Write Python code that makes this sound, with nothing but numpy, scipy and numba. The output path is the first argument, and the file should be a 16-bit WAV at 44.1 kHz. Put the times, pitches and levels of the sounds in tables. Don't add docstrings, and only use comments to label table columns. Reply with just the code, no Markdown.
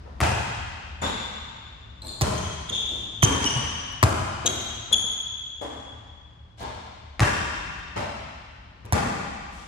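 import sys
import numpy as np
from scipy import signal
from scipy.io import wavfile
from scipy.ndimage import uniform_filter1d
from numba import njit

SR = 44100
rng = np.random.default_rng(int(sys.argv[2]) if len(sys.argv) > 2 else 0)


def dump(signal):
    limited = np.clip(np.atleast_2d(signal).T, -1, 1)
    pcm = np.round(limited * 32767).astype(np.int16)
    wavfile.write(sys.argv[1], SR, pcm)


N = 426447

# (frequency [Hz], spectral level [dB])
TRAFFIC_SPECTRUM = [(20, -39.5), (40, -10.5), (70, -11), (90, -32.5), (145, -26), (390, -40.5),
                    (1500, -49.5), (5000, -61.5), (12000, -86.5)]
# (time [s], gain [dB])
TRAFFIC_SWELL = [(0.0, -39.5), (1.64, -44), (2.48, -44), (3.34, -41.5), (4.98, -47), (7.0, -49.5),
                 (7.6, -37.5), (8.7, -46.5), (9.3, -40), (9.67, -42.5)]
# (time [s], low note [dB], high note [dB])
ENGINE_LEVELS = [(0, -51, -65), (.95, -42, -56), (1.6, -59, -59.5), (1.903, -51, -56), (3.099, -57, -53),
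                 (4.5, -51.5, -47.5), (4.9, -47.5, -46.5), (5, -68, -65), (5.6, -53, -58),
                 (9.67, -68, -64.5)]
# (frequency [Hz], time to fall 60 dB [s])
HALL_DECAY = [(50, 0.97), (130, 1.57), (260, 1.27), (480, 1.2), (920, 2.045), (1500, 2.14), (3000, 2.59),
              (6400, 1.654), (12000, 0.74)]
# (frequency [Hz], level over the long ring [dB])
HALL_EARLY = [(55, -3), (100, -1.5), (200, -8.5), (500, 3), (2000, -17.5), (10000, -7.5)]
# (frequency [Hz], side minus mid [dB])
HALL_WIDTH = [(60, -16), (110, -13), (200, -11), (380, -2), (700, 2), (1290, 0.5), (2380, -0.5), (4400, 0),
              (8120, 0), (15000, -3)]
# (frequency [Hz], left minus right [dB])
HALL_BALANCE = [(60, 3), (110, 0.5), (200, 1.5), (380, 2), (700, 2.5), (1290, 2), (2380, 1.5), (4400, 4.5),
                (8120, 3), (15000, -6.5)]
# (time [s], lag at the left port [ms])
PLAYER_LAG = [(0, 0), (.9, 0), (1, .27), (4, .27), (4.4, .05), (4.8, 0), (7.8, 0), (7.9, .27), (9.67, .27)]
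# (frequency [Hz], spectral level [dB])
BLOW_SPECTRUM = [(25, -35), (50, 3.5), (86, 4.5), (124, -3), (200, -5.5), (400, -10.5), (700, -12),
                 (1000, -11), (1500, -13.5), (2100, -18), (2800, -20.5), (4000, -27), (7470, -29.5),
                 (12000, -41.5), (13500, -48.5)]
# (frequency [Hz], bass, body, presence, treble [shares])
TONE_SHARES = [(122, 1, 0.38, 0, 0), (236, 0.15, 0.94, 0, 0.37), (454, 0.21, 1, 0.25, 0.15),
               (730, 0, 0.71, 0.39, 0.47), (1340, 0.26, 0.28, 0.3, 0.23), (2000, 0.22, .09, 0, .45),
               (2700, 0.2, 0, 0, 0.59), (4000, 0.073, 0, 0, 0.85), (8000, 0.08, 0, 1, 1)]
# (frequency [Hz], width [Hz], gain [dB])
BOARD_MODES = [(167, 19, -5), (198, 40, 5), (322, 70, 1), (610, 78, 1.5)]
# (frequency [Hz], width [Hz], gain [dB])
CAVITY_MODES = [(900, 180, 3), (1302, 69, 0), (1650, 38, 2), (2540, 140, 0.5)]
# (time [s], level [dB], pitch [Hz])
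FOOTSTEPS = [(3.307, -26.5, 272), (3.41, -27, 243), (3.452, -26.5, 271), (3.561, -22, 125),
             (3.622, -31, 130)]
# (time [s], level [dB])
BRIGHT_TICKS = [(3.6639, -52), (3.9233, -48), (4.09, -34), (5.615, -55), (5.6331, -52), (6.604, -52),
                (6.62, -54), (6.629, -50), (7.7894, -57), (8.852, -50), (8.86, -52)]
# (time [s], level [dB], rise [s], then
# the colour: # bass [dB], body [dB], presence [dB], treble [dB], floor panel note [Hz], panel gain [dB], #
HALL_THUDS = [(.059, -18, 0.00035, -39, -5, 3, -36, 600, 2.3, .8),
              (1.017, 4.5, 0.0038, -1.5, -4, 0.5, -4.5, 226, 4.7, 1.1),
              (2.014, -14, 0.039, 12, 16, 1, 18, 313, 1.2, 0.12),
              (2.701, -17, 0.0019, 0, 19, -6, 18, 301, 1.6, 0.11),
              (2.884, -17.5, 0.025, 11, 21.5, 1, 28, 300, 1.6, 0.091),
              (3.42, -1, 0.0015, 2, -6, 3, 3, 270, 7.3, .4),
              (3.555, -3.5, 0.0062, 8.5, 3, 0, 6, 257, 6.2, 1.6),
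              (4.447, -3, 0.0024, -8, 9, -5, -6, 298, 4, 0.11),
              (4.914, -7.5, 0.00078, -15, 0.5, -1.5, -22, 302, 2, .7),
              (5.614, -5.5, 0.00046, -11.5, 12, 1.5, -2, 315, 1.7, 0.086),
              (6.572, -14, 0.039, -32, -1.5, -7.5, 15, 600, 1.5, 0.46),
              (6.6, -3.5, 0.019, -1.5, 4.5, -10, -12.5, 615, 4, 5),
              (7.959, 1.5, 0.0029, -4.5, 0.5, -4, -1.5, 614, 4.9, 2.1),
              (8.848, -17.5, 0.0011, 12, 9, -4, 4, 302, 1.3, .1),
              (9.5, -20, 0.069, -7, 5, 2, 21, 300, 1.5, .5)]
# (time [s], level [dB], pitch [Hz], second partial [dB], third partial [dB],
#   left minus right [dB], length [s], glide [share], end sag [share], roughness [0-1], hall [dB],
#   overtones in the hall [dB], hall delay [s]); later levels are relative to the first
SOLE_CHIRPS = [(1.014, -50, 3536, 4.5, -16, 16, 0.018, -0.012, 0.01, 0.2, 15, -11, 0.01),
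               (1.03, -45, 3740, -20, -26, -2, 0.0078, 0.095, .01, 0.3, 6, .5, .008),
               (2.018, -41, 4180, -12.5, -18, 2.5, 0.0075, -0.044, .06, 0.3, -2, 11, 0.018),
               (2.066, -42.5, 4230, -1.5, -12, 5, 0.0085, 0.023, .01, 0.34, 1, -4, 0.0099),
               (2.078, -45, 3660, -2, -12, 0, 0.011, -0.077, .01, 0.15, -1, 2, 0.013),
               (2.09, -39.5, 4240, -11, -24, 7, 0.005, 0.0011, .01, 0.15, -3, -0.5, 0.023),
               (2.373, -47, 3110, 2, -12, 13, 0.018, 0.054, .01, 0.3, 0.5, 1, 0.021),
               (2.419, -55.5, 3260, -12, -7.5, 5, 0.016, 0.00078, .01, 0.2, 11, -0.5, 0.01),
               (2.69, -37, 3560, -13, -28, -12, 0.011, -0.13, .03, 0, 11, -6, 0.026),
               (2.694, -33.5, 3380, -2.5, -11.5, -2.5, 0.0097, -0.11, .01, 0.25, 3.5, -5, 0.02),
               (3.2217, -23.5, 3200, -8.5, -11.5, -4, 0.011, -0.069, .01, 0.15, -4.5, -4.5, 0.016),
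               (3.231, -25.5, 3080, 4.5, -6, -9, 0.014, 0.048, .01, 0.26, -9, -2, 0.017),
               (3.44, -30.5, 3130, 3, -17, 4.5, 0.0067, -0.11, .01, 0.3, -4, 0, 0.016),
               (3.457, -24.5, 2937, -4, -8.5, -2, 0.015, 0.0018, .01, 0.02, -7, 0, 0.024),
               (4.4575, -27.5, 3740, -5.5, -8, 8, 0.012, -0.089, .01, 0.31, -7.5, 1.5, 0.016),
               (4.460, -26.5, 3223, 4.5, -11, 8, 0.010, 0.1, .01, 0.4, -6, -3.5, 0.01),
               (4.9215, -41, 3690, -6, -12.5, 6.5, 0.0045, -0.067, .01, 0.3, -7.5, -5, 0.013),
               (4.926, -15.5, 3408, -10.5, -16, 8.5, 0.012, -0.034, 0.1, 0.11, -7.5, 5, 0.013)]
# (frequency [Hz], gain [dB])
CHIRP_HALL_SPECTRUM = [(6000, -1), (8500, -6), (13000, -9)]
# (frequency [Hz], level [dB], time to fall 60 dB [s])
BALL_MODES = [(1076, 17.5, 0.0071), (786, 4, 0.02), (374, 4, 0.017), (1740, 16.5, 0.0046),
              (2720, -8.5, 0.009)]
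# (time [s], level [dB], left minus right [dB], slap [dB], pop [dB], snap [dB],
#   snap pitch [Hz], boom [dB], boom pitch [Hz], boom delay [s], boom swell [s], boom's near echo [dB],
#   near wall delay [s], near echo [dB], far wall delay [s], far echo [dB], hall [dB],
#   then the colour as for thuds); later levels are relative to the first, echoes to what they return
BOUNCES = [(0.2040, -23, 5, -1.5, 1.5, -16, 8740, 6.5, 105, 0.0154, 0.0056, -18, 0.009, 3.5, 0.026, 0, 32.5, 13.5, -0.5, 1, 4, 720, 8.5, 2),
           (2.2111, -20.5, -4, 5, -13, -1, 7200, 4.5, 106, 0.0037, 0.0083, 6, 0.0061, 2.5, 0.033, -32, 25, 17, 9, 3, 14, 620, 2.5, 0.33),
           (3.228, -16, -6.5, 5, 2, -14, 7350, 9, 126, 0.0061, .0048, -13, 0.0062, -3, 0.0078, -32, 25.5, 12.5, 0.5, 4, 4.5, 272, 14, 1.3),
           (4.0283, -11, 11, -1.5, -4.5, -8.5, 7070, 0.5, 106, 0.0039, 0.007, 1, 0.0079, 2, 0.029, -16, 21, 7, 6.5, 4.5, 3.5, 597, -1.5, 0.77),
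           (7.1951, -23.5, 3, -7, 6, 0, 6500, 9.5, 112, 0.0152, .0048, -10, 0.0091, 4.5, .026, 6.5, 36, 10.5, -3, 2.5, -0.5, 319, 9, 0.73),
           (8.9239, -20, -4, 0.5, -17, -1.5, 8650, 6, 111, 0.0041, 0.0073, -15, 0.0068, -0.5, 0.061, -25, 28.5, 6, 5, 2.5, 1.5, 430, -2, 0.16)]
# (frequency [Hz], gain [dB])
OVERALL_TONE = [(20, -23), (45, -10), (80, -3.5), (11500, 1.5), (13000, -3.5), (16000, -5.5)]


def undb(db):
    return 10 ** (np.asarray(db) / 20)


def along(table, hz):
    f, v = np.transpose(table)
    return np.interp(np.log(np.maximum(hz, 1)), np.log(f), v)


def bumps(modes, hz):
    return sum(height * np.exp(-((hz - centre) / width) ** 2) for centre, width, height in modes)


def band(x, lo_hz, hi_hz):
    sos = signal.butter(2, [lo_hz, min(hi_hz, .45 * SR)], "bandpass", fs=SR, output="sos")
    return signal.sosfilt(sos, x)


def crack(t, lo_hz, hi_hz, width_s):
    u = t / width_s
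    x = band(rng.standard_normal(len(t)) * u ** 2 * np.exp(-u), lo_hz, hi_hz)
    return x / np.abs(x).max()


def add(out, x, s):
    i = int(s * SR)
    out[:, i:i + x.shape[1]] += x[:, :N - i]


def place(x, s, pan_db):
    lag = round(np.interp(s, *np.transpose(PLAYER_LAG)) * SR / 1000)
    x = np.pad(x, (0, lag))
    return np.array([np.roll(x, lag), x]) * undb([[pan_db / 2], [-pan_db / 2]])


def diffuse(count, gain, hop=512):
    hz = np.fft.rfftfreq(4 * hop, 1 / SR)[:, None]
    s = np.arange(count // hop + 2) * hop / SR
    re, im = rng.standard_normal((2, 2, len(hz), len(s)))
    mid, side = (re + 1j * im) * gain(hz, s)
    side = side * undb(along(HALL_WIDTH, hz))
    lean = undb(along(HALL_BALANCE, hz) / 2)
    ports = np.array([(mid + side) * lean, (mid - side) / lean])
    return signal.istft(ports, noverlap=3 * hop)[1][:, :count]


def outdoor_rumble(low_hz=74.9, high_hz=110.5, width_hz=5.7):
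    times, *notes_db = np.transpose(ENGINE_LEVELS)
    def gain(hz, s):
        low, high = (undb(np.interp(s, times, db)) for db in notes_db)
        engine = bumps([(low_hz, width_hz, low), (high_hz, width_hz, high)], hz)
        traffic = undb(along(TRAFFIC_SPECTRUM, hz) + np.interp(s, *np.transpose(TRAFFIC_SWELL)))
        return traffic + engine
    return diffuse(N, gain, hop=2048)


def hall(colour_db, rise_s=0.011, early_t60_s=1, speckle_db=2.5, speckle_s=0.17):
    def fading(hz, s):
        late = undb(-60 * s / along(HALL_DECAY, hz))
        early = undb(along(HALL_EARLY, hz) - 60 * s / early_t60_s)
        return undb(colour_db(hz, s)) * np.hypot(late, early)
    tail = diffuse(int(1.9 * SR), fading)
    t = np.arange(tail.shape[1]) / SR
    speckle = uniform_filter1d(np.repeat(rng.standard_normal(len(t) // 64 + 1), 64)[:len(t)], 64)
    tail = tail * (1 - np.exp(-t / rise_s)) * undb(speckle_db * speckle * np.exp(-t / speckle_s))
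    return tail / np.sqrt(np.sum(band(tail, 986, 1880) ** 2))


def blow_colour(colour, lump_db=3.5, lump_hz=45.5, song_fade_s=1):
    *tone_db, panel_hz, panel_db, song = colour
    tone = [(hz, np.dot(shares, tone_db)) for hz, *shares in TONE_SHARES]
    floor_modes = BOARD_MODES + [(panel_hz, 0.091 * panel_hz, panel_db)]
    lumps = lump_db * rng.standard_normal(128)
    def colour_db(hz, s):
        cavity = song * bumps(CAVITY_MODES, hz) * np.exp(-s / song_fade_s)
        spot = np.interp(hz / lump_hz, np.arange(len(lumps)), lumps, right=0)
        return along(BLOW_SPECTRUM, hz) + along(tone, hz) + bumps(floor_modes, hz) + cavity + spot
    return colour_db


def hall_thuds(out):
    for s, db, rise_s, *colour in HALL_THUDS:
        add(out, undb(db) * hall(blow_colour(colour), rise_s), s)


def ticks(out, centre_hz=7050):
    t = np.arange(1024) / SR
    for s, db in BRIGHT_TICKS:
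        add(out, place(undb(db) * crack(t, centre_hz / 2, 2 * centre_hz, 0.00082), s, 0.42), s)


def footsteps(out, swell_cycles=1.2):
    t = np.arange(4096) / SR
    for s, db, hz in FOOTSTEPS:
        u = t * hz / swell_cycles
        knock = undb(db) * u * np.exp(1 - u) * np.sin(2 * np.pi * hz * t)
        add(out, place(knock, s, 1.4), s)


def sole_chirps(out, stumble=0.11, near_wall_s=0.0105):
    for (s, db, hz, second_db, third_db, pan_db, length_s, glide, sag, rough,
         hall_db, upper_db, hall_s) in SOLE_CHIRPS:
        u = np.linspace(0, 1, int(length_s * SR))
        wobble = uniform_filter1d(rng.standard_normal((2, 4096)), 32)[:, :len(u)] * 5.6
        rate = hz * (1 + glide * (u ** 2.05 - .2) - sag * u ** 7.4 + stumble * rough * wobble[0])
        phase = 2 * np.pi * np.cumsum(rate) / SR
        envelope = undb(db) * np.sin(np.pi * u ** 1.03) ** 0.84 * np.maximum(1 + rough * wobble[1], 0)
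        first = envelope * np.sin(phase)
        second = envelope * undb(second_db) * np.sin(2 * phase)
        upper = second + envelope * undb(third_db) * (np.sin(3 * phase) + 0.066 * np.sin(4 * phase))
        add(out, place(first + upper, s, pan_db), s)
        echo = undb(-6.5 - 1.04 * hall_db) * (first + second)
        add(out, place(echo, s, 1.5), s + near_wall_s)
        sent = undb(hall_db) * (first + undb(upper_db) * upper)
        room = hall(lambda f, _: along(CHIRP_HALL_SPECTRUM, f), rise_s=0.0058)
        add(out, signal.fftconvolve(room, sent[None], axes=1), s + hall_s)


def floor_boom(t, hz, swell_s, sag_per_s=15):
    u = t / swell_s
    cycles = hz * (1 - np.exp(-sag_per_s * t)) / sag_per_s
    return u * np.exp(1 - u) * np.sin(2 * np.pi * cycles)


def air_pop(t, hz=1800, width_s=0.00013):
    return -t / width_s * np.exp(1 - t / width_s) * np.sin(2 * np.pi * hz * t)


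def ball_ring(t, squash_s=0.00079):
    scatter = rng.standard_normal((len(BALL_MODES), 2)) * (1.5, .04)
    modes = sum(undb(db + stray_db - 60 * t / t60) * np.sin(2 * np.pi * hz * (1 + detune) * t)
                for (hz, db, t60), (stray_db, detune) in zip(BALL_MODES, scatter))
    return -0.6 * (1 - np.exp(-t / squash_s)) * modes


def bounces(out):
    t = np.arange(4096) / SR
    for (s, db, pan_db, slap_db, pop_db, snap_db, snap_hz, boom_db, boom_hz, boom_s, swell_s,
         boom_echo_db, near_s, near_db, far_s, far_db, hall_db, *colour) in BOUNCES:
        direct, near, far = undb([db, db + near_db, db + far_db])
        ring = ball_ring(t)
        slap = crack(t, 1800, 24000, 0.000064) + undb(-8.5) * crack(t, 1500, 8300, 0.0037)
        skin_snap = undb(snap_db) * crack(t, snap_hz / 1.8, snap_hz * 1.2, 0.00023)
        pop = undb(pop_db) * air_pop(t) + skin_snap
        boom = undb(boom_db) * floor_boom(t, boom_hz, swell_s)
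        add(out, place(direct * (undb(slap_db) * slap + pop), s, pan_db), s)
        add(out, place(direct * ring, s, pan_db), s + 0.00035)
        add(out, place(direct * boom, s, 1.0), s + boom_s)
        smeared = undb(slap_db - 11.5) * crack(t, 1500, 10000, .00035)
        add(out, place(near * (smeared + pop), s, 0.8), s + near_s)
        add(out, place(near * undb(-3.5) * ring, s, 0.494), s + near_s + 0.0004)
        add(out, place(direct * undb(boom_echo_db) * boom, s, 0.82), s + boom_s + near_s)
        add(out, place(far * crack(t, 480, 1960, 0.006), 0, 1.8), s + far_s)
        add(out, place(far * 0.5 * ring, 0, 1.5), s + far_s + 0.00039)
        add(out, place(far * undb(-3.5) * boom, 0, 1), s + far_s + 0.0061)
        add(out, undb(db + hall_db) * hall(blow_colour(colour)), s + .006)


def scene():
    out = outdoor_rumble()
    bounces(out)
    hall_thuds(out)
    sole_chirps(out)
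    ticks(out)
    footsteps(out)
    return out


@njit
def follow(x, attack_s, release_s):
    level, levels = 0., np.empty(len(x))
    for i in range(len(x)):
        level += (x[i] - level) / (SR * (attack_s if x[i] > level else release_s))
        levels[i] = level
    return levels


def record(dry):
    threshold_db, ceiling, top_hz = -27, 0.85, 16400
    hz = np.linspace(0, SR / 2, 2049)
    tone = signal.firwin2(2047, hz, undb(along(OVERALL_TONE, hz)), fs=SR)
    x = signal.fftconvolve(dry, tone[None], "same", axes=1)
    level = follow(np.abs(x).max(axis=0), attack_s=0.026, release_s=0.35)
    gain = undb(6) * np.minimum(undb(threshold_db) / (level + 1e-9), 1) ** 0.19
    rounded = ceiling * np.tanh(x * gain / ceiling)
    top_cut = signal.ellip(8, .2, 70, top_hz, fs=SR, output="sos")
    return signal.sosfilt(top_cut, rounded)


dry = scene()
out = record(dry)
dump(out)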